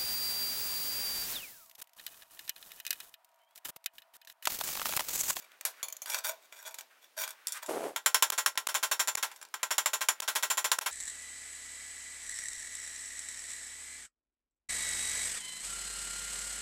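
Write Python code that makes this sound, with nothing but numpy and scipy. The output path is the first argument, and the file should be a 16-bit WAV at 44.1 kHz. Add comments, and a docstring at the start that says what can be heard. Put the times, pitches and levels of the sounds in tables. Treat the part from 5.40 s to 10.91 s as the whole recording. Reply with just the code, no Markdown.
"""In a small workshop, a hollow steel ball with a bolted-on handle is shifted about on a stake,
a steel support held in a vise. The steel clinks and scrapes, and sleeves brush softly.
A dull rustle passes close to the microphone, then a hammer flattens the bolt end over its nut
in quick runs of blows. Each blow cracks and sets the hand-held ball ringing;
after many of the cracks the level dips briefly."""
import sys
import numpy as np
from scipy import signal
from scipy.fft import rfft, irfft
from scipy.io import wavfile
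from scipy.ndimage import uniform_filter1d

SR = 44100
rng = np.random.default_rng(int(sys.argv[2]) if len(sys.argv) > 2 else 0)


def bounce(signal):
    """Save signal as a 16-bit WAV file at the path given by the first command-line argument."""
    frames = np.transpose(np.atleast_2d(signal))
    limited = np.clip(frames, -1, 1)
    pcm = np.round(limited * 32767).astype(np.int16)
    wavfile.write(sys.argv[1], SR, pcm)


N = 242991
TIME = np.arange(N) / SR
AGE = TIME[:SR // 3]  # seconds since a contact
PUSH_RISE_S, PUSH_FADE_S = 0.017, 0.091  # how a push of the hand builds up and dies away

# The ringing tones of the ball, bolt and hammer head, damped by the hand.
# Each row: pitch in Hz, level in dB, seconds to fade by 60 dB.
BALL_TONES = [(402, -33, .18), (615, -20, .13), (858, -20, .17), (940, -16, .11), (1043, -11, .12),
              (1371, -13, .15), (1502, -14, .11), (1577, -12, .12), (1660, -17, .11), (1914, -15, .14),
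              (2170, -17, .11), (2370, -18, .1), (2690, -20, .12), (3164, -17, .11), (3280, -17, .1),
              (3485, -18, .12), (3715, -18, .11), (4270, -21, .11), (5471, -15, .12), (5566, -16, .12),
              (5700, -18, .12), (6989, -16, .11), (7100, -15, .11), (7235, -13, .12), (7345, -10, .09),
              (7650, -19, .08), (10330, -17, .1), (10457, -14, .1)]
# The tones of the stake when knocked or rubbed. Each row: pitch in Hz, width in Hz, level in dB.
STAKE_TONES = [(640, 60, 2), (960, 160, -1), (1500, 260, 4), (2330, 100, 3), (3420, 120, 1), (3700, 45, 4),
               (4650, 200, -4), (5650, 180, -1), (6150, 120, -3), (6860, 140, 2), (7700, 140, -4),
               (8350, 160, -2), (11350, 400, 1), (13400, 700, -6), (15200, 700, -7)]
# The tone colour of the workshop's echo. Each row: frequency in Hz, level in dB.
ROOM_COLOUR = [(100, -49), (400, 4.5), (900, 8), (1500, 1), (2500, -0.5), (5000, -2.5), (9000, -12),
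               (16000, -7.5)]


def amp(db):
    """Turn decibels into a gain."""
    return 10 ** (np.asarray(db) / 20)


def unit(x):
    """Scale a sound to an average (rms) level of 1."""
    return x / np.sqrt(np.mean(x ** 2))


def colour(x, points):
    """Shape a sound's tone along a curve of (Hz, dB) points, at an average level of 1."""
    hz, db = np.transpose(points)
    freqs = np.maximum(np.fft.rfftfreq(len(x), 1 / SR), 1)
    gain = amp(np.interp(np.log(freqs), np.log(hz), db))
    return unit(irfft(rfft(x) * gain, len(x)))


def noise(points, size):
    """Noise with the given tone colour."""
    return colour(rng.standard_normal(size), points)


def below(x, hz):
    """The part of a sound that lies under a frequency."""
    return signal.sosfiltfilt(signal.butter(2, hz, fs=SR, output="sos"), x)


def fade(seconds):
    """A gain that falls by 60 dB in the given time."""
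    return np.exp(-np.log(1000) * AGE / seconds)


def wander(per_second, size=N):
    """A random drift around zero, with a spread near 1."""
    times = np.arange(0, TIME[-1] + 1, 1 / per_second)
    return np.interp(TIME[:size], times, rng.standard_normal(len(times)))


def grains(per_second, spread_db):
    """Tiny random impacts of uneven size."""
    impacts = (rng.random(N) < per_second / SR) * rng.standard_normal(N)
    return impacts * amp(spread_db * np.minimum(rng.exponential(size=N), 4))


def add(track, start, sound):
    """Mix a sound in at a start time in seconds."""
    i = max(int(start * SR), 0)
    track[i:i + len(sound)] += sound[:N - i]


def strokes(events, rise_s=PUSH_RISE_S, fade_s=PUSH_FADE_S, sag_db_per_s=0):
    """The gain over time of a set of movements: each rises, holds or sags, then dies away."""
    power = np.zeros(N)
    for start, length, db in events:
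        rise = np.clip((TIME - start) / rise_s, 0, 1) ** 2
        sag = amp(-sag_db_per_s * np.clip(TIME - start, 0, length))
        release = np.exp(-np.log(1000) * np.maximum(TIME - start - length, 0) / fade_s)
        power += (amp(db) * rise * sag * release) ** 2
    return np.sqrt(power)


def resonate(force, tones, contact_db, wander_db=-4.0):
    """A force makes steel ring; its tones trade strength as the point of contact moves."""
    # The broad contact noise beneath the tones. Each row: frequency in Hz, level in dB.
    contact_colour = [(40, -53), (200, -81), (400, -27), (700, -11.5), (2000, -3), (5000, -5), (9000, -3.5),
                      (16000, -12)]
    ring = np.zeros(len(force))
    for hz, width, db in tones:
        drive = force * amp(db + wander_db * wander(35, len(force)))
        ring += signal.lfilter(*signal.iirpeak(hz, hz / width, fs=SR), drive)
    return unit(unit(ring) + amp(contact_db) * colour(force, contact_colour))


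def room_air():
    """The quiet air of the workshop: a faint noise that drifts in level."""
    # Its tone colour. Each row: frequency in Hz, level in dB.
    air_colour = [(25, -19), (100, -25), (250, -5), (600, 2), (1600, -2), (3000, -3.5), (8000, -10),
                  (16000, -12)]
    return noise(air_colour, N) * amp(-65 + 2.5 * wander(7.23))


def room_echo(x, echo_db=-11.5, fade_s=0.21):
    """The small room adds a short, dull echo to a sound."""
    tail = noise(ROOM_COLOUR, len(AGE)) * fade(fade_s) * (1 - fade(0.018))
    return x + amp(echo_db) * signal.fftconvolve(x, tail / np.linalg.norm(tail))[:N]


def rubbing():
    """Sleeves and palms brush past as the hands change their grip."""
    # The rubs. Each row: start in seconds, length in seconds, level in dB.
    rubs = [(-.02, 0.19, -63.5), (.32, 0.098, -59), (.5, 0.095, -68.5), (1.49, 0.16, -68.5),
            (1.92, 0.16, -61.5), (2.13, 0.055, -48), (3.86, 0.075, -59), (4.18, .04, -57),
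            (4.74, .055, -57)]
    # Their soft band of noise. Each row: frequency in Hz, level in dB.
    rub_colour = [(300, -26), (900, -10.5), (1550, -1), (2600, -8), (5000, -21), (16000, -24)]
    return noise(rub_colour, N) * strokes(rubs) * amp(2.9 * wander(30.36))


def rustle():
    """A dull, lumpy rustle close to the microphone, with a thin hiss riding on it."""
    # Its two swells. Each row: start in seconds, length in seconds, level in dB.
    swells = [(2.277, 0.15, -30), (2.422, .07, -35.5)]
    # The tone colours of the dull part and the hiss. Each row: frequency in Hz, level in dB.
    rumble_colour = [(29, -81), (50, -51), (133, -32), (167, -16), (235, -12), (275, -5.5), (353, -6),
                     (407, -1), (513, -3.5), (670, -5), (3500, -35), (4550, -63), (7700, -120)]
    hiss_colour = [(800, 2), (2500, 1), (5000, -2), (8000, 0.5), (9200, 1), (10000, 0.5), (11400, 1.5),
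                   (13000, -7), (16000, -8)]
    rumble = colour(grains(per_second=1500, spread_db=-1.5), rumble_colour)
    hiss = amp(-12) * noise(hiss_colour, N)
    return (rumble + hiss) * strokes(swells, rise_s=0.016, fade_s=0.18, sag_db_per_s=59)


def scraping():
    """Steel slides in uneven catches, each a burst of tiny impacts; a firm push makes it squeal."""
    # The ball slides on the stake, and the hammer head is dragged off the bench.
    # Each row: start in seconds, length in seconds, level in dB.
    ball_slides = [(-.015, 0.064, -58), (.35, 0.048, -63), (.655, 0.037, -44.5), (.688, 0.1, -38),
                   (.83, 0.036, -35.5), (.862, 0.036, -33.5), (1.005, 0.046, -60.5), (1.11, .13, -53.5),
                   (1.243, 0.035, -40.5), (1.3, 0.015, -47.5), (1.37, 0.038, -53), (1.608, 0.046, -59),
                   (1.762, .08, -36.5), (1.85, 0.068, -52.5), (2.07, 0.08, -52), (2.214, 0.02, -42),
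                   (3.87, 0.15, -62.5)]
    hammer_drag = [(2.14, 0.041, -43)]
    # The tones of steel that sticks and slips, and of the dragged hammer head.
    # Each row: pitch in Hz, width in Hz, level in dB.
    squeal_tones = [(3685, 33, -3), (5720, 91, 3.5), (6845, 30, 6), (11000, 170, -3), (11840, 290, -5)]
    drag_tones = [(1250, 72, 12), (1580, 200, 5), (2010, 170, 2), (2500, 420, -5), (7700, 120, -6),
                  (8450, 300, 2)]
    friction = grains(per_second=4500, spread_db=2.6) * amp(3 * wander(200))
    push = strokes(ball_slides)
    slide = resonate(friction, STAKE_TONES, contact_db=-7, wander_db=4.5) * push
    firm_push = amp(-37)
    squeal_gain = amp(-46) * (push / firm_push) ** 1.5  # grows faster than the push does
    squeal = resonate(rng.standard_normal(N), squeal_tones, contact_db=-34) * squeal_gain
    drag = resonate(friction, drag_tones, contact_db=0) * strokes(hammer_drag)
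    steel = slide + squeal + drag
    return steel - below(steel, 332)  # the scraping carries little below about 330 Hz


def taps(events, tones, contact_db):
    """Steel taps steel: a sharp tick, then the ring of the thing that was touched."""
    out = np.zeros(N)
    tick = amp(2) * fade(0.012)
    onset = 1 - fade(0.0011)
    for start, db, body_db, fade_s in events:
        ring = resonate(rng.standard_normal(len(AGE)), tones, contact_db)
        ring = ring + (amp(body_db) - 1) * below(ring, 4500)
        add(out, start, amp(db - 10.5) * ring * (fade(fade_s) + tick) * onset)
    return out


def clinks():
    """The ball knocks on the stake, a loose steel bar bounces, and the ball and bolt get light touches."""
    # The three kinds of contact. Each row: start in seconds, level in dB,
    # boost or cut below 4500 Hz in dB, seconds to fade by 60 dB.
    stake_knocks = [(.118, -47.5, 9, 0.0081), (.210, -26, -0.5, 0.021), (.2515, -15, -5.5, 0.12),
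                    (.659, -29, -3, 0.054), (.699, -22, -0.5, 0.052), (.7445, -17, 2, 0.058),
                    (1.125, -42.5, 10.5, .04), (1.343, -28.5, -5, 0.056), (1.386, -29.5, 0.5, 0.063),
                    (1.409, -31.5, -1.5, 0.026), (1.837, -27, 4, 0.089), (1.877, -26.5, -1, 0.036),
                    (1.891, -32, -6, 0.036), (1.906, -30.5, -5, 0.061)]
    bar_bounces = [(0.429, -19.5, 0.5, 0.091), (.484, -26, -4, 0.037), (.501, -28, -7, 0.014),
                   (.525, -26.5, -6, 0.039), (0.567, -30, -6, 0.025), (0.619, -25.5, -5.5, 0.083)]
    ball_touches = [(2.0705, -13.5, -15, 0.028), (2.082, -23, -16, 0.075), (2.122, -21, -25, 0.1),
                    (2.262, -31, -8, 0.14), (3.155, -41.5, 9.5, .03), (3.915, -36.5, 1, 0.079),
                    (3.961, -37, -4, 0.059), (4.014, -36.5, 0, 0.094), (4.027, -31.5, -3.5, 0.04),
                    (4.051, -39, 1.5, 0.028), (4.087, -47, -17, 0.02)]
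    # The tones of the loose bar. Each row: pitch in Hz, width in Hz, level in dB.
    bar_tones = [(680, 140, -8), (1100, 250, -9), (2350, 110, -2), (3150, 80, -5), (3400, 70, -4),
                 (4350, 90, -5), (6380, 200, 1), (6950, 150, 5), (9890, 120, 0), (10550, 90, -1),
                 (10900, 90, -1), (11600, 100, -5), (13300, 220, -1), (14750, 160, -6)]
    touch_tones = [(hz, 45, db) for hz, db, _ in BALL_TONES]  # each 45 Hz wide
    return (taps(stake_knocks, STAKE_TONES, contact_db=3)
            + taps(bar_bounces, bar_tones, contact_db=-10)
            + taps(ball_touches, touch_tones, contact_db=1))


def level_dip(return_ms, crack_ms=1.34, recover_ms=4.0):
    """After a softened crack the sound drops out, then swells back; a long gap has a second tick."""
    if return_ms <= 1:
        return 1
    ms = AGE * 1000
    crack = amp(-10.5) * (ms < crack_ms)
    second_tick = amp(-4) * (abs(ms - 3.4) < 0.9) * (return_ms > 10)
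    swell_db = -7.5 * np.exp(-np.maximum(ms - return_ms, 0) / recover_ms)
    swell = (ms > return_ms) * amp(swell_db)
    return uniform_filter1d(crack + second_tick + swell, 12)


def ball_ring(bolt_db):
    """The struck ball, bolt and hammer head ring with many tones, each fading at its own pace."""
    hz, tone_db, fade_s = np.transpose(BALL_TONES)
    high = hz > 3000
    bolt = (hz > 6800) & (hz < 7800)
    strength, detune, phase = rng.standard_normal((3, len(hz)))
    # The hammer never lands on quite the same spot, which matters most to the high tones.
    gain = amp(tone_db + np.where(high, 2.8, 1.2) * strength + bolt_db * bolt)
    pitch = hz * (1 + np.where(high, 0.004, 0.002) * detune)  # the grip shifts it a little
    # The loose nut and handle chatter against the ball and roughen every tone.
    chatter = 0.14 * np.array([wander(160, len(AGE)) for _ in hz])
    cycles = np.outer(pitch, AGE) + phase[:, None] + chatter
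    fades = np.array([fade(seconds) for seconds in fade_s])
    return gain @ (fades * np.sin(2 * np.pi * cycles))


def hammer():
    """Each blow is a crack, a dense clang, the ball's ring and a thud; the room rings on behind it."""
    # The blows. Each row: start in seconds, level in dB, boost or cut of the bolt's tones near
    # 7000 Hz in dB, milliseconds until the sound returns from its dip (1 or less means no dip).
    blows = [(2.561, -28.5, 3, 0), (2.6606, -18.5, 5, 0), (2.7445, -18, -2, -0.5), (2.824, -17, 3, -0.5),
             (2.9003, -16, -3, 20.5), (2.9785, -18.5, 6, 3), (3.061, -20, -2, 0), (3.175, -25, -5, 0),
             (3.2695, -16.5, -6, 18), (3.3434, -18, 2.5, 4.5), (3.428, -18, 1, 3.5), (3.513, -18.5, 0, 1.5),
             (3.5943, -17.5, 3, 3), (3.6741, -19.5, 4, 4.5), (3.751, -18, 3.5, 21),
             (3.8267, -20.5, -6, 1.2), (4.1407, -33.5, 6, 0), (4.2307, -26, 4.5, 0), (4.3067, -20, 5.5, 3),
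             (4.381, -20.5, 4.5, 0), (4.4589, -22, 7, 0), (4.5321, -20.5, 6.5, 2), (4.6086, -21, -1, 3.5),
             (4.6862, -20, 7, -0.5), (4.8012, -21, 2.5, 19), (4.8777, -18.5, -6, 3), (4.9524, -17.5, -5, 4),
             (5.0264, -18.5, -1, 4), (5.1008, -18.5, 2, 2.5), (5.1723, -19, 2.5, 4),
             (5.2432, -19.5, 3.5, 2.2), (5.3163, -20, 2.5, -0.5), (5.3859, -17, -20, 25.5),
             (5.4602, -22, -3, 1.6)]
    # The crowd of weaker tones between the ball's main ones. Each row: frequency in Hz, level in dB.
    clang_colour = [(60, -27), (150, -54), (300, -33), (500, -16.5), (900, 4), (1500, 0.5), (2200, 0),
                    (3300, 1.5), (4700, -3.5), (7100, 2), (8800, -4), (10500, -0.5), (12300, -3.5),
                    (16000, -6.5)]
    # The vise and bench under the blow. Each row: frequency in Hz, level in dB.
    thud_colour = [(25, -30), (70, -20), (140, -22), (310, 0), (500, 6), (1000, -2), (4000, -60)]
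    out = np.zeros(N)
    onset = 1 - fade(0.0019)
    for start, db, bolt_db, return_ms in blows:
        ring = amp(-1.5) * ball_ring(bolt_db)
        clang = amp(-2.5) * noise(clang_colour, len(AGE)) * fade(0.11)
        # Light taps are mostly crack; in loud blows the crack is softened against the ring.
        crack = amp(2.5 - 0.29 * (db + 17)) * noise(clang_colour, len(AGE)) * fade(0.022)
        steel = ring + clang + crack
        low = below(steel, 3300)
        brightness_db = 0.4 * (db + 17.5)  # a harder blow is brighter
        steel = amp(-brightness_db / 2) * low + amp(brightness_db / 2) * (steel - low)
        thud = amp(-26) * noise(thud_colour, len(AGE)) * fade(0.11)
        echo = amp(-20.5) * noise(ROOM_COLOUR, len(AGE)) * fade(0.18) * (1 - fade(0.039))
        add(out, start, amp(db) * (steel + thud + echo) * onset * level_dip(return_ms))
    return out


def scene():
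    """Handling, rustle and hammering over the still air of the room, in one channel."""
    air = room_air()
    handling = room_echo(clinks() + scraping()) + rubbing()
    return (air + handling + rustle() + hammer())[None]


def record(dry, bass_hz=260, top_hz=15900):
    """The microphone thins the bass and the recorder cuts the highest treble."""
    thinned = signal.sosfilt(signal.butter(1, bass_hz, "high", fs=SR, output="sos"), dry)
    return signal.sosfilt(signal.ellip(8, 0.2, 70, top_hz, fs=SR, output="sos"), thinned)


dry = scene()
out = record(dry)
bounce(out)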